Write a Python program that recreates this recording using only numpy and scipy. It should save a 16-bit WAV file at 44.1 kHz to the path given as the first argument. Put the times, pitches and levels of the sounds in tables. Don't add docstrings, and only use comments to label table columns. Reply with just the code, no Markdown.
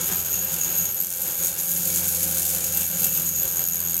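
import sys
import numpy as np
from scipy import signal
from scipy.fft import rfft, irfft
from scipy.io import wavfile
from scipy.ndimage import uniform_filter1d, map_coordinates

SR = 44100
rng = np.random.default_rng(int(sys.argv[2]) if len(sys.argv) > 2 else 0)


def transcribe(signal):
    frames = np.atleast_2d(signal).T
    limited = np.clip(frames, -1, 1)
    pcm = np.round(limited * 32767).astype(np.int16)
    wavfile.write(sys.argv[1], SR, pcm)


N = 176400

# time in seconds, stroke rate in Hz.
STROKE_RATE = [(0, 88.8), (.35, 85.8), (.8, 86), (.9, 87.8), (1.25, 87.8), (1.5, 86), (1.9, 85.8),
               (2.3, 84.9), (3.2, 84.6), (3.5, 86.1), (4, 85.3)]
# time in seconds, rebound gain in dB.
BOUNCE_GAIN = [(0, -7), (.9, -7), (1.05, -18), (1.25, -4), (1.5, -14), (1.7, -1), (1.9, -6), (3, 0),
               (3.5, -1), (3.7, -20), (4, -16)]
# time in seconds, tick level in dB, ping level in dB.
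BITE_LEVELS = [(0, -47, -45), (.3, -35, -33), (.45, -45, -48), (.72, -44, -39), (.8, -42, -40),
               (.93, -43, -40), (1.03, -33, -40), (1.18, -33, -37), (1.32, -38, -35), (1.45, -36, -37),
               (1.62, -35, -38), (1.73, -31, -34), (1.82, -33, -49), (2.1, -35.5, -38), (2.6, -36, -40),
               (2.9, -35, -35), (3.25, -35, -31), (3.38, -37, -40), (3.58, -34, -28), (3.65, -36, -30.5),
               (4, -32.5, -29)]
# time in seconds, relative level in dB.
CRACK_LEVEL = [(0, -31), (.3, -35.5), (.4, -36.5), (.46, -37), (.53, -31.5), (.7, -34), (.85, -34),
               (.94, -39.5), (1.02, -35), (1.3, -36), (1.43, -30.5), (1.6, -35.5), (1.8, -31),
               (1.98, -28.5), (2.35, -29), (2.5, -26), (2.62, -32), (2.8, -29), (2.92, -36.5), (3.0, -29.5),
               (3.15, -32), (3.3, -35.5), (4, -35.5)]
LOW_RING_LEVEL = [(0, -23.5), (.05, -33), (.3, -31), (.39, -28), (.45, -36), (.5, -28.5), (.57, -31.5),
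                  (.62, -25.5), (.72, -31.5), (.82, -26), (.91, -31), (.94, -51), (.98, -27.5), (1.06, -46),
                  (1.45, -30), (1.62, -40), (1.68, -31.5), (2.42, -36), (2.75, -30), (2.87, -35),
                  (3.42, -30.5), (3.63, -33), (3.74, -30.5), (4, -30)]
HIGH_RING_LEVEL = [(0, -33), (.07, -27), (.11, -30), (.16, -22), (.22, -28), (.29, -25), (.6, -30),
                   (.8, -23.5), (.88, -28), (1, -25), (1.12, -33.5), (1.41, -28), (1.62, -31.5),
                   (1.68, -27.5), (2.65, -36), (2.77, -26), (2.92, -30), (3.0, -29), (3.1, -23.5),
                   (3.28, -27), (3.34, -31), (3.42, -21.5), (3.5, -28.5), (3.7, -28.5), (4, -26)]
MID_RING_LEVEL = [(0, -54), (.75, -47), (1, -58.5), (2, -53.5), (2.55, -57), (2.75, -45), (2.92, -54),
                  (3.1, -42), (3.25, -54.5), (4, -53)]
# time in seconds, relative level in dB.
THUD_LEVEL = [(0.0, -48.5), (0.39, -47), (0.66, -52), (0.79, -45.5), (0.98, -57.5), (1.36, -58),
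              (1.39, -48), (1.61, -59), (1.93, -46), (2.29, -45), (2.65, -49.5), (2.71, -43.5), (3.0, -51),
              (3.1, -47.5), (3.63, -49), (3.66, -52), (3.79, -48), (4.0, -50)]
THROB_LEVEL = [(0.0, -51), (0.03, -35), (0.08, -64), (0.12, -38.5), (0.23, -47.5), (0.46, -42), (0.48, -56),
               (0.54, -39.5), (0.59, -47), (0.82, -39.5), (0.97, -56), (1.01, -44), (1.16, -54.5),
               (1.3, -44.5), (1.32, -56), (1.41, -44.5), (1.57, -51), (1.82, -38.5), (1.85, -44),
               (1.94, -38.5), (2.19, -44), (2.22, -37.5), (2.49, -44), (2.85, -41), (2.88, -52),
               (2.91, -42.5), (3.25, -39.5), (3.38, -46), (3.97, -43.5), (4.0, -48)]
HOLLOW_LEVEL = [(0.0, -48), (0.34, -54), (0.51, -46.5), (0.77, -54), (0.93, -52.5), (1.44, -48),
                (1.56, -53), (1.96, -43), (2.84, -44.5), (2.9, -55), (2.94, -44), (3.2, -47.5),
                (3.4, -51.5), (3.6, -50.5), (4.0, -51.5)]
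HISS_LEVEL = [(0, -38), (.06, -42.5), (.12, -38.5), (.3, -44.5), (.46, -44), (.53, -41.5), (.62, -43.5),
              (.72, -39), (.8, -44), (.89, -44.5), (.94, -50), (.99, -45.5), (1.07, -50), (1.18, -47.5),
              (1.24, -49), (1.265, -44), (1.32, -46.5), (1.45, -42.5), (1.5, -45.5), (1.56, -44),
              (1.62, -47.5), (1.85, -45), (2.02, -41.5), (2.12, -45.5), (2.28, -42), (2.66, -45),
              (2.81, -42.5), (2.92, -45), (3.1, -45), (3.24, -44), (3.36, -49), (3.45, -42), (3.55, -46),
              (3.61, -41.5), (3.67, -49.5), (3.76, -45.5), (4, -44.5)]
# frequency in Hz, width in Hz, relative level in dB.
CHISEL_LOW_MODES = [(6590, 40, -6), (6665, 40, -3), (6738, 42, 0)]
CHISEL_HIGH_MODES = [(11960, 55, -2), (12030, 65, 0), (12200, 200, -8), (12430, 130, -2)]
CHISEL_PRESSED_MODES = [(6700, 130, -5.5), (12050, 230, 0)]
CASTING_MODES = [(1470, 12, -2), (2264, 4, -2), (2297, 4, -1), (3635, 3, -1), (4295, 8, -6), (8122, 25, 0)]
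CASTING_MID_MODES = [(2716, 104, 12), (2980, 240, -1)]
# frequency in Hz, width in Hz, relative level in dB.
THROB_MODES = [(151, 30, 3), (184.3, 11, -3), (364, 113, -0.5)]
HOLLOW_MODES = [(504.3, 9.7, 3), (526.5, 10, 1.5), (554, 31, -9.5), (790, 46, -5), (826, 20, -5)]
# multiple of the stroke rate, relative level in dB.
PUFF_HARMONICS = [(2, -2.5), (3, -15.5), (4, -12.5)]
# frequency in Hz, relative density in dB.
CRACK_SPECTRUM = [(500, -32.5), (2500, -14.5), (4500, -10.5), (5800, -6.5), (6300, 0), (7200, 1),
                  (8000, -1.5), (9300, -1.5), (10100, 0.5), (10900, -0.5), (11500, 3), (12400, 4.5),
                  (13100, 1.5), (14200, -4.5), (15800, -3)]
HISS_SPECTRUM = [(25, -16), (48, 4), (62, 2.5), (130, 8), (235, -4), (300, 1), (365, 8), (460, 7), (570, 1),
                 (660, -1), (850, 3), (1100, -2.5), (1550, 3.5), (1950, -4.5), (2800, -1.5), (3300, -0.5),
                 (3800, -4), (5500, -4.5), (9000, -7.5), (16000, -15)]

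JITTER_S, BOUNCE_GAP_S, BLOW_SCATTER_DB, BOUNCE_SCATTER_DB = .00015, .0015, 1.8, 3.5
TICK_S, CRACK_S, SCRAPE_S, BLOW_DB, SCRAPE_DB = .0005, .00053, .0055, -6, -7
CRACK_DB, LOW_RING_DB, HIGH_RING_DB, CASTING_DB = 5, -.65, -2, -20
THUD_DB, PUFF_DB, AIR_DB, HOLLOW_DB, HISS_DB = 1, -1.5, -4, -1.3, 4.5
WAVER_DB, WAVER_HZ, SPUTTER_DB, SPUTTER_HZ, JET_DECAY_STROKES = 1.5, 13, 1.42, 35.07, .52
SKID_DB, SKID_HZ, SWAY_S, SWAY_HZ = 1.2, 28, .00006, 3
TOP_HZ = 15720


def blows(strokes, bounces=3):
    at = np.flatnonzero(np.diff(np.floor(strokes)))
    chance = rng.standard_normal((len(at), 2 + 2 * bounces)).T
    when = at + JITTER_S * SR * chance[0]
    size = undb(BLOW_SCATTER_DB * np.clip(chance[1], -2, 1.3))
    bounce_db = curve(BOUNCE_GAIN)[at]
    impacts, rebounds = np.zeros(N), np.zeros(N)
    np.add.at(impacts, when.astype(int) % N, size)
    for k in range(bounces):
        when = when + BOUNCE_GAP_S * SR * np.exp(.5 * chance[2 + k])
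        scatter_db = BOUNCE_SCATTER_DB * np.minimum(chance[2 + bounces + k], 1)
        np.add.at(rebounds, when.astype(int) % N, size * .53 ** k * undb(bounce_db + scatter_db))
    hits = decay(undb(BLOW_DB) * impacts + rebounds, CRACK_S)
    scrape = undb(SCRAPE_DB) * decay(rebounds, SCRAPE_S)
    rattle = np.hypot(hits, scrape)
    running_rms = np.sqrt(uniform_filter1d(rattle ** 2, SR // 8))
    return impacts, rattle / running_rms


def chisel_bite(impacts):
    rows = np.array(BITE_LEVELS)
    tick_db, ping_db = curve(rows[:, [0, 1]]), curve(rows[:, [0, 2]])
    bursts = decay(impacts, TICK_S) * rng.standard_normal(N)
    tick = band(colour(bursts, CRACK_SPECTRUM), 3900, 16000)
    ping = band(ring(impacts, CHISEL_PRESSED_MODES), 6200, 16700)
    return echoes(undb(tick_db) * tick + undb(ping_db) * ping, echo_db=-16)


def steel_rattle(force):
    envelope = hall(force, wet_db=-7, t60_s=.6)
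    contact = lambda: envelope * rng.standard_normal(N)
    crack_db = curve(CRACK_LEVEL)
    crack = undb(crack_db + CRACK_DB) * colour(echoes(contact(), echo_db=-16.5), CRACK_SPECTRUM)
    low = band(ring(contact(), CHISEL_LOW_MODES), 6120, 7330)
    low *= undb(curve(LOW_RING_LEVEL) + LOW_RING_DB)
    high = band(ring(contact(), CHISEL_HIGH_MODES), 11650, 12800)
    high *= undb(curve(HIGH_RING_LEVEL) + HIGH_RING_DB)
    casting = undb(crack_db + CASTING_DB) * ring(contact(), CASTING_MODES)
    mid = undb(curve(MID_RING_LEVEL)) * band(ring(contact(), CASTING_MID_MODES), 2250, 4030)
    return crack + low + high + casting + mid


def exhaust(strokes, skid):
    def harmonic(multiple, db):
        gain = undb(db + WAVER_DB * wander(WAVER_HZ))
        return gain * np.sin(2 * np.pi * (multiple * strokes + rng.random()))

    thud = undb(curve(THUD_LEVEL) + THUD_DB) * unit(harmonic(1, 0))
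    puff = unit(sum(harmonic(multiple, db) for multiple, db in PUFF_HARMONICS))
    flow = 1 + np.exp(-(strokes % 1) / JET_DECAY_STROKES)
    sputter = undb(SPUTTER_DB * wander(SPUTTER_HZ))
    jet = hall(flow * sputter * skid, wet_db=-4.5, t60_s=1.5) * rng.standard_normal(N)
    air = band(ring(jet, THROB_MODES), 118, 375)
    throb = undb(curve(THROB_LEVEL)) * (undb(PUFF_DB) * puff + undb(AIR_DB) * air)
    hollow = undb(curve(HOLLOW_LEVEL) + HOLLOW_DB) * band(ring(jet, HOLLOW_MODES), 320, 883)
    hiss = undb(curve(HISS_LEVEL) + HISS_DB) * colour(echoes(jet, echo_db=-13), HISS_SPECTRUM)
    return thud + throb + hollow + hiss


def echoes(x, echo_db, count=10):
    at = np.arange(N)
    lags_s = [rng.uniform(.003, .045) + SWAY_S * wander(SWAY_HZ) for _ in range(count)]
    copies = (map_coordinates(x, [at - np.round(lag * SR)], order=0, mode="mirror") for lag in lags_s)
    return x + undb(echo_db) * sum(copies)


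def hall(envelope, wet_db, t60_s):
    power = envelope ** 2
    lead_in = power[:SR][::-1]
    tail = decay(np.concatenate([lead_in, power]), t60_s / np.log(10 ** 6))[SR:]
    return np.sqrt(power + undb(wet_db) ** 2 * tail * power.mean() / tail.mean())


def ring(x, modes):
    out = 0
    for hz, width_hz, db in modes:
        pole = np.exp((2j * np.pi * hz - np.pi * width_hz) / SR)
        out = out + undb(db) * unit(signal.lfilter([1, -1], [1, -pole], x).imag)
    return unit(out)


def colour(x, spectrum):
    hz, db = np.array(spectrum, float).T
    size = 2 * N
    bins_hz = np.maximum(np.fft.rfftfreq(size, 1 / SR), 1)
    gain = undb(np.interp(np.log(bins_hz), np.log(hz), db))
    cepstrum = irfft(np.log(gain))
    cepstrum[1:N] *= 2
    cepstrum[N:] = 0
    return unit(irfft(rfft(x, size) * np.exp(rfft(cepstrum)))[:N])


def band(x, low_hz, high_hz):
    return unit(signal.sosfilt(signal.butter(2, [low_hz, high_hz], "band", fs=SR, output="sos"), x))


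def decay(x, tau_s):
    return signal.lfilter([1], [1, -np.exp(-1 / (tau_s * SR))], x)


def wander(rate_hz):
    hold = int(SR / rate_hz)
    steps = np.repeat(rng.standard_normal(N // hold + 1), hold)
    return unit(uniform_filter1d(uniform_filter1d(steps, hold), hold)[:N])


def curve(rows):
    return np.interp(np.arange(N) / SR, *np.array(rows, float).T)


def undb(db):
    return 10 ** (np.asarray(db) / 20)


def unit(x):
    return x / np.sqrt(np.mean(x ** 2))


def scene():
    strokes = .23 + np.cumsum(curve(STROKE_RATE)) / SR
    impacts, rattle = blows(strokes)
    skid = unit(undb(SKID_DB * wander(SKID_HZ)))
    return (chisel_bite(impacts) + steel_rattle(rattle * skid) + exhaust(strokes, skid))[None]


def record(dry):
    return signal.sosfilt(signal.ellip(12, .1, 90, TOP_HZ, fs=SR, output="sos"), dry)


dry = scene()
out = record(dry)
transcribe(out)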